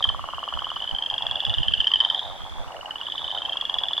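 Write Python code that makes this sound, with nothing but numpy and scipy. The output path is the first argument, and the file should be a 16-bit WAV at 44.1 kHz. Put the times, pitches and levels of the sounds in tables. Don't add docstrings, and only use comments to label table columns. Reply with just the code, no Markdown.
import sys
import numpy as np
from scipy import signal
from scipy.fft import rfft, irfft
from scipy.io import wavfile
from scipy.ndimage import uniform_filter1d

SR = 44100
rng = np.random.default_rng(int(sys.argv[2]) if len(sys.argv) > 2 else 0)


def store_pcm(level_fs):
    pcm = np.round(np.clip(level_fs, -1, 1) * 32767).astype(np.int16)
    wavfile.write(sys.argv[1], SR, np.atleast_2d(pcm).T)


N = 176400
PULSE_T = np.arange(1100) / SR


def amp(db):
    return 10 ** (np.asarray(db) / 20)


def unit(x):
    return x / np.sqrt(np.mean(x ** 2) + 1e-20)


def add(mix, start_s, sound):
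    at = round(start_s * SR)
    sound = sound[max(-at, 0):]
    part = mix[max(at, 0):][:len(sound)]
    part += sound[:len(part)]


def noise(eq_curve):
    hz, db = np.transpose(eq_curve)
    shape_db = np.interp(np.log(np.fft.rfftfreq(N, 1 / SR) + 1), np.log(hz), db)
    return unit(irfft(rfft(rng.standard_normal(N)) * amp(shape_db), N))


# f/Hz, relative level/dB
AIR_MID_EQ = [(30, -3), (120, -10.5), (300, -5.5), (600, -5.5), (1200, -5.5), (2300, -11.5), (5000, -19.5),
              (8000, -25.5), (15000, -34.5)]
AIR_SIDE_EQ = [(30, -1.5), (120, -10), (300, -4.5), (800, -3), (2300, -8), (5000, -16), (8000, -21),
               (15000, -31.5)]

def air():
    return amp(-50) * noise(AIR_MID_EQ) + amp(-47) * noise(AIR_SIDE_EQ) * np.array([[1], [-1]])


# peak t/s, half length/s, relative level/dB
GUSTS = [(0.134, 0.069, -46), (0.566, 0.031, -48), (0.933, 0.015, -46.5), (1.27, 0.052, -44.5),
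         (1.506, 0.027, -40), (1.6, 0.028, -33.5), (1.71, 0.032, -35), (1.799, 0.03, -45.5),
         (2.49, 0.26, -53.5)]
# f/Hz, relative level/dB
WIND_EQ = [(15, -5.5), (30, 4.5), (70, -1.5), (150, -10.5), (300, -26), (700, -41.5), (3000, -77)]

def wind(lump_samples=1500, lump_db=5.5, fade_db_per_s=2):
    t = np.arange(N) / SR
    lumps = uniform_filter1d(rng.standard_normal(N), lump_samples)
    lumps = unit(uniform_filter1d(lumps, lump_samples))
    breeze = amp(-57.5 - fade_db_per_s * t)
    gusts = sum(amp(db) * np.exp(-((t - peak) / half) ** 2) for peak, half, db in GUSTS)
    rumble = (breeze + gusts) * amp(15 + lump_db * lumps) * noise(WIND_EQ)
    return rumble * np.array([[0.69], [-1]])


def bank_echoes(pulse, echo_db=-16.5):
    out = pulse.copy()
    for delay_s in rng.uniform(0.003, 0.012, 3):
        add(out, delay_s, amp(echo_db) * pulse)
    return out


def woods(dry, wet_db, t60_s=0.47, width=0.27):
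    t = np.arange(SR) / SR
    taps = rng.standard_normal((2, SR)) * (rng.random((2, SR)) < 0.05)
    taps = taps * np.exp(-np.log(1000) * t / t60_s) * (t > 0.003)
    taps /= np.linalg.norm(taps[0])
    mid, side = signal.fftconvolve(dry[None], taps, axes=1)[:, :N] * amp(wet_db)
    return np.array([dry + mid + width * side, dry + mid - width * side])


# f/Hz, relative level/dB
CLICK_MODES = [(1720, -22.5), (4450, -37), (4750, -31.5), (5080, -35.5), (6800, -56.5)]

def click(hz, rise_ms, sag_hz=79, detune=0.033):
    t = PULSE_T
    age = t * 1000 / rise_ms
    envelope = (age * np.exp(1 - age)) ** 3.24
    phase = 2 * np.pi * np.cumsum(hz + sag_hz * np.tanh(1 - age)) / SR
    note = envelope * np.sin(phase)
    octave = amp(-38.5) * envelope ** 2 * np.sin(2 * phase)
    sides = sum(amp(db) * np.sin(2 * np.pi * f * (1 + detune * rng.standard_normal()) * t)
                for f, db in CLICK_MODES)
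    rasp_band = signal.butter(2, (1970, 5000), "bandpass", fs=SR)
    rasp = signal.lfilter(*rasp_band, rng.standard_normal(len(t))) * np.exp(-t / 0.009)
    snap = (sides + amp(-23) * rasp) * np.interp(0.96 * t, t, envelope)
    return bank_echoes(note + octave + snap)


# start t/s, length/s, relative level/dB, first f/Hz, last f/Hz
FAR_TRILLS = [(-.06, 0.18, -27.5, 3910, 3140), (0.152, 0.38, -33, 2970, 3230),
              (0.399, 0.51, -29, 3074, 3420), (1.002, 0.86, -28.5, 2900, 2975),
              (1.302, 0.7, -29.5, 3130, 3490), (1.952, 0.36, -26, 3530, 3570),
              (2.197, 0.461, -34, 3203, 3480), (2.949, 0.46, -25.5, 3306, 3635),
              (3.397, 1, -32.5, 2777, 3300)]

def far_trills(clicks_per_s=42, rise_ms=2.07, scatter_hz=45.6):
    out = np.zeros(N)
    for start, length, db, first_hz, last_hz in FAR_TRILLS:
        for k, (late, detune) in enumerate(rng.uniform(-1, 1, (40, 2))):
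            progress = (k + 0.5 + 0.3 * late) / clicks_per_s / length
            if 0 < progress < 1:
                gain = amp(db) * np.sin(np.pi * progress) ** 0.45
                hz = first_hz + (last_hz - first_hz) * progress + scatter_hz * detune
                add(out, start + progress * length, gain * click(hz, rise_ms))
    return woods(out, wet_db=-0.5)


def knock(modes, hz):
    t = PULSE_T
    ring = sum(amp(db) * (t / rise * np.exp(1 - t / rise)) ** 3 * np.sin(2 * np.pi * ratio * hz * t)
               for ratio, db, rise in modes)
    return bank_echoes(ring)


# ratio to pitch, relative level/dB, attack/s
GRUNT_MODES = [(1, -1.5, .0017), (2, -22, 0.0026)]

def stray_knocks(count=600, knocks_per_s=110, centre_hz=900):
    out = np.zeros(N)
    times = np.cumsum(rng.exponential(1 / knocks_per_s, count))
    for at, (accent, detune) in zip(times, rng.standard_normal((count, 2))):
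        add(out, at, amp(-36 + 2.5 * accent) * knock(GRUNT_MODES, centre_hz * np.exp(0.28 * detune)))
    return out


# start t/s, length/s, relative level/dB
CHUCKLES = [(0.813, 0.043, -31.5), (0.908, 0.053, -31), (1.007, 0.042, -31.5), (1.11, 0.057, -28),
            (1.209, 0.066, -27), (1.312, 0.082, -28.5), (1.423, 0.027, -29), (1.467, 0.082, -31),
            (1.619, 0.056, -32.5), (1.905, 0.065, -30), (2.006, 0.077, -26.5), (2.111, 0.082, -27.5),
            (2.215, 0.096, -29), (2.32, 0.054, -31), (2.45, 0.044, -32.5), (2.56, 0.083, -30.5),
            (2.674, 0.13, -31.5), (2.847, 0.056, -31), (3.229, 0.039, -31), (3.324, 0.069, -27.5),
            (3.434, 0.094, -31), (3.708, 0.072, -30.5), (3.812, 0.073, -32)]
# t/s, f/Hz
CHUCKLE_PITCH = [(1.15, 920), (1.62, 800), (1.9, 1116), (2.25, 859)]

def chuckles(knocks_per_s=95, fall_per_knock=0.031):
    out = np.zeros(N)
    for start, length, db in CHUCKLES:
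        first_hz = np.interp(start, *np.transpose(CHUCKLE_PITCH))
        for k, (late, accent, detune) in enumerate(rng.standard_normal((16, 3))):
            hz = first_hz * (1 - fall_per_knock * k + 0.01 * detune)
            gate = np.clip(length * knocks_per_s - k, 0, 1)
            at = start + (k + 0.062 * late) / knocks_per_s
            add(out, at, gate * amp(db + 0.17 * accent) * knock(GRUNT_MODES, hz))
    return amp(1.5) * out


def swell(progress, first_db, knee_db, knee_at, last_db):
    return amp(np.interp(progress, [0, knee_at, 1], [first_db, knee_db, last_db]))


# swell (first level/dB, knee level/dB, knee position, last level/dB),
# first f/Hz, last f/Hz, start t/s, end t/s, knock gap/s, growth per gap/s
SNORES = [(-19.5, -18, .5, -19.5, 1170, 1170, .0085, .79, .0466, .0001),
          (-31, -25, .65, -23, 1190, 1040, 2.407, 4.0, .0588, .00057)]
# ratio to the cue's f, relative level/dB, attack/s
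SNORE_MODES = [(0.96, -8.5, 0.0018), (0.58, -19, 0.002)]

def snores(lead_s=0.003342):
    out, k = np.zeros(N), np.arange(26)
    for *dynamics, first_hz, last_hz, start, end, gap, growth in SNORES:
        times = start + gap * k + growth * k ** 2 / 2
        for at in times[times < end]:
            progress = (at - start) / (end - start)
            hz = first_hz + (last_hz - first_hz) * progress
            add(out, at - lead_s, swell(progress, *dynamics) * knock(SNORE_MODES, hz))
    return amp(6) * out


def large_frogs(band_hz=(490, 2500)):
    sac_band = signal.butter(4, band_hz, "bandpass", fs=SR, output="sos")
    calls = signal.sosfilt(sac_band, snores() + chuckles() + stray_knocks())
    return woods(calls, wet_db=-13, t60_s=1, width=0.76)


# swell (first level/dB, knee level/dB, knee position, last level/dB),
# first f/Hz, last f/Hz, first attack/ms, last attack/ms, list of click peaks t/s
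NEAR_TRILLS = [ (-14.5, -6, .5, -12.5, 3216, 3156, 2.8, 3.156, [0.028, .043, .092]),
               (-37.5, -20.5, 0.38, -21, 2866, 3200, 3.5, 2.8, [.217, 0.257, 0.303, 0.347, .392, 0.44, .489, 0.54, 0.592, 0.646, 0.704, .762, 0.824, .893, 0.964, 1.039, 1.112]),
               (-24.5, -15.5, 0.4, -14, 3016, 3474, 3.2, 2.3, [0.768, .805, 0.843, 0.877, 0.913, .950, .987, 1.025, 1.063, 1.102, 1.142, 1.182, 1.224, 1.268, 1.313, 1.358, 1.405, 1.452, 1.497, 1.541]),
               (-26.5, -8, 0.69, -7, 2934, 3180, 2.344, 3.1, [1.371, 1.399, 1.432, 1.467, 1.504, 1.547, 1.585, 1.633, 1.684, 1.739, 1.805, 1.872, 1.939, 2.005]),
               (-22.5, -8, 0.798, -15.5, 2820, 3268, 2.7, 2.7, [1.723, 1.751, 1.781, 1.813, 1.845, 1.88, 1.918, 1.959, 2.01, 2.05, 2.102, 2.148, 2.194]),
               (-39.5, -21.5, 0.33, -20, 2870, 3160, 2.8, 3.6, [2.68, 2.722, 2.767, 2.812, 2.86, 2.91, 2.959, 3.015, 3.069, 3.123, 3.181, 3.245, 3.306, 3.377, 3.453, 3.525]),
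               (-21, -13, 0.75, -14, 3090, 3467, 2.7, 2.6, [3.28, 3.315, 3.351, 3.385, 3.421, 3.459, 3.496, 3.533, 3.572, 3.613, 3.654, 3.698, 3.743, 3.787, 3.837, 3.886, 3.934, 3.980]),
               (-32.5, -22, 0.91, -21.5, 2880, 3070, 2.92, 1.5, [3.578, 3.617, 3.663, 3.707, 3.755, 3.806, 3.856, 3.912, 3.969]),
               ]

def near_trills(scatter_db=0.66, scatter_hz=24.5):
    out = np.zeros(N)
    for *dynamics, first_hz, last_hz, first_rise, last_rise, peaks in NEAR_TRILLS:
        for peak, progress in zip(peaks, np.linspace(0, 1, len(peaks))):
            rise_ms = first_rise + (last_rise - first_rise) * progress
            gain = swell(progress, *dynamics) * amp(-scatter_db * rng.standard_normal())
            hz = first_hz + (last_hz - first_hz) * progress + scatter_hz * rng.standard_normal()
            add(out, peak - rise_ms / 1000, gain * click(hz, rise_ms))
    return woods(out, wet_db=-12)


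def scene():
    frogs = amp(0.48) * near_trills() + amp(2) * far_trills() + large_frogs()
    return frogs * amp([[-0.4], [0.4]]) + air() + wind()


def record(dry):
    high_cut = signal.firwin(511, 15900, window=("kaiser", 9), fs=SR)
    return signal.oaconvolve(dry, high_cut[None], "same")


dry = scene()
out = record(dry)
store_pcm(out)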